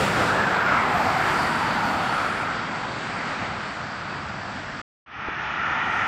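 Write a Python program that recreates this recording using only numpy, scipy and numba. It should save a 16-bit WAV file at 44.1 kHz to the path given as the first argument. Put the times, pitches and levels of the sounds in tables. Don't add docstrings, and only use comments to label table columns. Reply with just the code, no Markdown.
import sys
import numpy as np
from scipy import signal
from scipy.fft import rfft, irfft, next_fast_len
from scipy.io import wavfile
from scipy.ndimage import uniform_filter1d
from numba import njit

SR = 44100
rng = np.random.default_rng(int(sys.argv[2]) if len(sys.argv) > 2 else 0)


def linear_from_db(decibels):
    return 10 ** (np.asarray(decibels, float) / 20)


def log_audio(samples):
    frames = np.atleast_2d(samples).T
    limited = np.clip(frames, -1, 1)
    pcm = np.round(limited * 32767).astype(np.int16)
    wavfile.write(sys.argv[1], SR, pcm)


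N = 267687

# (low edge [Hz], high edge [Hz])
BANDS_HZ = [(40, 350), (500, 2200), (2600, 6000), (6300, 8200)]
# (frequency [Hz], level [dB per Hz])
POSTS_COLOUR = [(15, -60), (25, -22.5), (100, -4), (190, -4.5), (300, -4), (450, -5), (755, 0.5),
                (1360, 2.5), (3130, -14), (4940, -22), (6120, -29), (8100, -32), (9900, -38.5),
                (12300, -43), (15200, -44.5)]
VERGE_COLOUR = [(18, -70), (60, -22.5), (144, -23.5), (300, -26), (480, -25.5), (900, -18), (2300, -14.5),
                (3300, -23), (4200, -35.5), (5600, -37), (6300, -39), (7400, -47), (9500, -47),
                (15000, -66)]
# (frequency [Hz], width [Hz], lift [dB])
POSTS_RINGS = [(188.4, 40, 2.5), (1084, 70, -1.5), (4680, 170, 1.5), (6400, 370, -2.5), (7650, 210, 2)]
VERGE_RINGS = [(1353, 110, 4.2), (1690, 160, 2.2), (5530, 680, 0.99)]
# (lag [ms], share [1], dulled above [Hz])
POSTS_GROUND = (1.95, 0.074, 670)
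VERGE_GROUND = (1.87, 0.25, 2400)
# (frequency [Hz], level [dB per line])
FAINT_TREBLE = [(3000, -92), (5000, -85), (7000, -85.5), (9300, -81.5), (10500, -85.5), (12000, -92),
                (15000, -97)]
# (time nearest [s], distance over speed [s], engine [dB], tyre roar [dB], hiss [dB])
POSTS_PASSES = [
    (.03, 0.28, -29.5, -28, -36),
    (.25, 0.17, -34, -29.5, -42),
    (.67, 0.22, -43, -27, -46.5),
    (1.01, 0.24, -35.5, -28.5, -43),
    (1.4, 0.28, -34, -26.5, -38),
    (1.9, 0.11, -36.5, -38, -45.5),
    (2.16, 0.3, -39, -29.5, -42),
    (2.44, 0.12, -47, -35.5, -52.5),
    (3.13, 0.53, -42, -35, -46),
    (4.5, 0.091, -44.5, -48, -58),
]
VERGE_PASSES = [
    (5.68, 0.064, -49.5, -29.5, -51),
    (5.99, 0.26, -42, -27, -43),
]
# (time loudest [s], pitch [Hz], width [Hz],
# level [dB], swell [s])
NEAR_TREADS = [
    (.2, 532, 250, -31.5, 0.49),
    (0.63, 1460, 260, -25.5, .16),
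    (.8, 2070, 251, -34, 0.14),
    (1.7, 210, 49, -38, 0.17),
    (.45, 185, 45, -36, 0.046),
]
CLOSE_TREADS = [
    (.82, 1023, 210, -30.5, .13),
]
AXIAL_TREADS = [(0.45, 880, 130, -34, 0.13), (1.33, 1320, 290, -34.5, 0.15), (.06, 2150, 600, -38.5, .15),
                (1.7, 885, 140, -30, 0.28), (1.65, 4480, 87, -47, 0.55), (2.44, 1366, 140, -34, .16),
                (1.15, 780, 160, -33.5, 0.15), (1.15, 2100, 230, -37.5, .1), (1.48, 1870, 120, -39, .08),
                (1.5, 1450, 120, -35, 0.059), (2.33, 2300, 430, -39.5, .12), (1.7, 4820, 100, -50.5, 0.41),
                (5.95, 870, 120, -36.5, 0.27), (3.1, 4550, 220, -53, .8), (4.3, 4640, 410, -54, 0.55),
                (4.5, 1605, 360, -41.5, 0.36), (5.33, 1600, 88.6, -41.5, .12), (5.68, 1840, 90, -34, 0.12),
                (5.92, 1880, 100, -34.5, 0.16), (5.72, 1350, 120, -30, 0.14), (6., 1370, 90, -30, .14),
                (4.04, 1500, 83, -42.5, .08), (0.22, 3700, 1300, -40.5, 0.097),
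                (.22, 1430, 190, -30.5, 0.17), (2.04, 760, 120, -33.5, 0.14),
                (0.39, 1690, 130, -31.5, 0.084), (.35, 1340, 110, -33, 0.071), (.78, 930, 110, -33.5, .1),
                (1.82, 1480, 150, -37, .1), (2.15, 1330, 100, -30.5, .15), (.55, 2300, 500, -38, .22),
                (3.3, 2150, 420, -42.5, .3), (1.42, 1150, 90, -35, 0.051)]
AIR_RUSH = [
    (.62, 12300, 2200, -65, .22),
    (1.85, 11000, 1800, -65.5, .25),
    (1.1, 12600, 2500, -60, .25),
    (1.8, 14000, 2500, -64, .3),
    (2.2, 9400, 1200, -57, 0.22),
    (2.3, 11960, 1500, -68, .2),
    (4.5, 5500, 900, -62.5, 0.33),
    (1.8, 10200, 1200, -68.5, .15),
    (5.88, 8240, 700, -73, .12),
]
DRONES = [
    (2.55, 195, 49.6, -44.5, 0.1),
    (2.78, 140, 40, -44.5, .08),
    (3.3, 170, 50.3, -43.5, .3),
    (3.45, 95.4, 40, -45, 0.089),
    (4.25, 110, 59.8, -44, .35),
    (4.4, 200, 40, -48.5, .15),
    (5.8, 260, 60, -51, .15),
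    (1.9, 280, 60, -44, .2),
    (4.65, 65, 30, -49.5, .12),
    (1.3, 330, 54, -40.5, 0.11),
]
# (time [s], pitch [Hz], peak [dB], length [s])
THROBS = [(.915, 827, -23.5, 0.015), (0.954, 720, -21, .014), (1.005, 854, -18, 0.011),
          (1.065, 760, -21.5, .013), (1.168, 760, -20.5, 0.0082), (1.2, 742, -25.5, .014),
          (0.095, 600, -28, 0.0092), (.44, 1700, -25.5, .01), (1.2, 1390, -25, 0.0072),
          (1.364, 1350, -20.5, 0.0068), (.48, 1550, -19.5, .008), (.593, 1370, -19.5, .008),
          (.663, 1460, -23, .008), (.626, 939, -25, .008), (1.4, 970, -22, 0.011), (1.3, 894, -24, 0.011),
          (1.616, 970, -25.5, 0.01), (1.7, 939, -26, 0.013), (2.1, 934, -25, .01), (.21, 1330, -24, .008),
          (.305, 1290, -25, .008), (2.258, 1340, -26, .01), (2.14, 1330, -26, .012)]

# (engine [dB], tyre roar [dB], hiss [dB], air [dB])
POSTS_FAR, VERGE_FAR = (-40.5, -36.5, -46, -57.5), (-41.5, -29.5, -43.5, -64.5)
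POSTS_AIR_DB, VERGE_AIR_DB = -8.5, -15
NEAR_DROP, AXIAL_DROP, CLOSE_DROP = 0.077, 0.027, .2
CUT_S, RESUME_S = 4.8165, 5.0605
FADE_S = .225


def walk(rate):
    hold = max(int(SR / rate), 1)
    steps = rng.standard_normal(N // 100)[:N // hold + 1]
    held = np.repeat(steps, hold)[:N]
    return 4 / 3 * uniform_filter1d(uniform_filter1d(held, hold), hold)


def knock():
    start_s, hz, t60_s, peak_db = 5.2859, 360, .008, -14.5
    t = np.clip(np.arange(N) / SR - start_s, 0, None)
    return -linear_from_db(peak_db) * np.sin(2 * np.pi * hz * t) * np.exp(-np.log(1000) * t / t60_s)


@njit
def svf(x, hz, width):
    y, band, low = np.empty(len(x)), 0., 0.
    for i in range(len(x)):
        g, damping = np.tan(np.pi * hz[i] / SR), width / hz[i]
        v = (band + g * (x[i] - low)) / (1 + g * (g + damping))
        band, low, y[i] = 2 * v - band, low + 2 * g * v, damping * v
    return y


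def sliding_tones(rows, drop):
    patchy_db = 2
    t, out = np.arange(N) / SR, np.zeros(N)
    for loudest_s, hz, width, db, swell_s in rows:
        first = max(int((loudest_s - 6 * swell_s) * SR), 0)
        heard = slice(first, int((loudest_s + 6 * swell_s) * SR))
        along = (t[heard] - loudest_s) / swell_s
        pitch = hz * (1 - drop * along / np.sqrt(1 + along ** 2))
        noise = rng.standard_normal(N)[heard]
        tone = svf(svf(noise, pitch, 1.5 * width), pitch, 1.5 * width)
        even = tone / np.sqrt(uniform_filter1d(tone ** 2, size=SR // 14) + 1e-12)
        out[heard] += linear_from_db(db + patchy_db * walk(25)[heard]) * even / (1 + along ** 4)
    return out


def worn_tyre():
    t, out = np.arange(N) / SR, np.zeros(N)
    for s, hz, db, length_s in THROBS:
        burst = np.exp(-((t - s) / length_s) ** 2)
        out += linear_from_db(db) * burst * np.sin(2 * np.pi * hz * (t - s))
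    return out


def traffic(passes, far, air_db):
    falloff = np.array((.96, 1.009, 1.16, 1.7))[:, None]
    air_loss_db_s = 5
    t, power = np.arange(N) / SR, linear_from_db(np.array(far))[:, None] ** 2
    for nearest_s, pass_s, engine_db, roar_db, hiss_db in passes:
        distance_squared = 1 + ((t - nearest_s) / pass_s) ** 2
        vehicle_air_db = hiss_db + air_db - air_loss_db_s * pass_s
        nearest = linear_from_db(np.array([engine_db, roar_db, hiss_db, vehicle_air_db]))[:, None] ** 2
        power = power + nearest / distance_squared ** falloff
    return 10 * np.log10(power)


def viewpoint(f, colour, rings, ground):
    hz, db = np.transpose(colour)
    db = np.interp(np.log(f + 1), np.log(hz), db)
    for ring_hz, width, lift_db in rings:
        db = db + lift_db * np.exp(-.5 * ((f - ring_hz) / width) ** 2)
    lag_ms, share, dull_hz = ground
    reflection = share * np.exp(-2j * np.pi * f * lag_ms / 1000) / np.sqrt(1 + (f / dull_hz) ** 4)
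    return linear_from_db(db) * (1 - reflection)


def road_roar(levels, colour, rings, ground, air_swing):
    shared_db, flicker_db = 0.55, 0.92
    hollow_hz, hollow_octaves, hollow_share = 412, .55, 0.27
    size = next_fast_len(N)
    f = np.fft.rfftfreq(size, 1 / SR)
    spectrum = rfft(rng.standard_normal(size)) * viewpoint(f, colour, rings, ground)
    power = np.abs(spectrum) ** 2 * 2 / size ** 2
    gains = []
    for db, (lo, hi) in zip(levels, BANDS_HZ):
        gains.append(db - 10 * np.log10(power[(f > lo) & (f < hi)].sum()))
    air = gains[-1]
    for steps in (1, 2):
        gains.append(air + steps * air_swing * (air - air.max()))
    centres = np.log2([np.sqrt(lo * hi) for lo, hi in BANDS_HZ] + [11000, 15000])
    out, shared = np.zeros(N), walk(12)
    far_db = levels[1].max() - levels[1]
    for octave in np.arange(4, 14.4, 1 / 3):
        place = np.interp(octave, centres, np.arange(len(gains)))
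        k = min(int(place), len(gains) - 2)
        db = gains[k] + (place - k) * (gains[k + 1] - gains[k])
        db = db + shared_db * shared + flicker_db * walk(11)
        hollow = np.exp(-((octave - np.log2(hollow_hz)) / hollow_octaves) ** 2)
        db = db - hollow_share * far_db * hollow
        slot = np.clip(1 - 3 * np.abs(np.log2(f + 1) - octave), 0, 1)
        out += linear_from_db(db) * irfft(spectrum * slot, size)[:N]
    return out


def scene():
    t = np.arange(N) / SR
    drones = sliding_tones(DRONES, AXIAL_DROP)
    air_rush = sliding_tones(AIR_RUSH, 0)
    treads = sliding_tones(AXIAL_TREADS, AXIAL_DROP) + sliding_tones(NEAR_TREADS, NEAR_DROP)
    treads = treads + sliding_tones(CLOSE_TREADS, CLOSE_DROP)
    posts_levels = traffic(POSTS_PASSES, POSTS_FAR, POSTS_AIR_DB)
    verge_levels = traffic(VERGE_PASSES, VERGE_FAR, VERGE_AIR_DB)
    posts = road_roar(posts_levels, POSTS_COLOUR, POSTS_RINGS, POSTS_GROUND, air_swing=0.75)
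    verge = road_roar(verge_levels, VERGE_COLOUR, VERGE_RINGS, VERGE_GROUND, air_swing=0.57)
    roar = np.where(t < (CUT_S + RESUME_S) / 2, posts, verge)
    return (roar + drones + air_rush + treads + worn_tyre() + knock())[None]


def thin_faint_treble(dry):
    mask_share, mask_ref_db = 0.21, -30
    soft_db, left_db = 1., -29
    fade_dull_db = 5
    f, frames, z = signal.stft(dry, SR, nperseg=2048, noverlap=1536)
    patch = uniform_filter1d(uniform_filter1d(np.abs(z) ** 2, size=4, axis=1), size=7, axis=2)
    loudness_db = 10 * np.log10(patch.sum(axis=1, keepdims=True) + 1e-9)
    fading = (frames > CUT_S + FADE_S / 2) * np.clip(1 - (frames - RESUME_S) / FADE_S, 0, 1)
    masking_db = mask_share * (loudness_db - mask_ref_db) + fade_dull_db * fading
    hz, db = np.transpose(FAINT_TREBLE)
    threshold_db = np.interp(f, hz, db, left=-200)[:, None] + masking_db
    above = (10 * np.log10(patch + 1e-14) - threshold_db) / soft_db
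    kept = linear_from_db(left_db / (1 + np.exp(np.clip(above, -30, 30))))
    return signal.istft(z * kept, SR, nperseg=2048, noverlap=1536)[1][:, :N]


def scene_change():
    snip_s, edge_s, fade_start = .0004, .002, .06
    t = np.arange(N) / SR
    fade = np.clip(fade_start + (1 - fade_start) * (t - RESUME_S) / FADE_S, 0, 1)
    posts_gate = np.clip((CUT_S - t) / snip_s, 0, 1)
    return posts_gate + fade * np.clip((t - RESUME_S) / edge_s, 0, 1)


def low_pass(x):
    return signal.sosfilt(signal.butter(12, 15400, fs=SR, output="sos"), x)


def record(dry):
    hiss = linear_from_db(-90) * rng.standard_normal(N)
    mix = (thin_faint_treble(dry) + hiss) * scene_change()
    return low_pass(mix)


dry = scene()
out = record(dry)
log_audio(out)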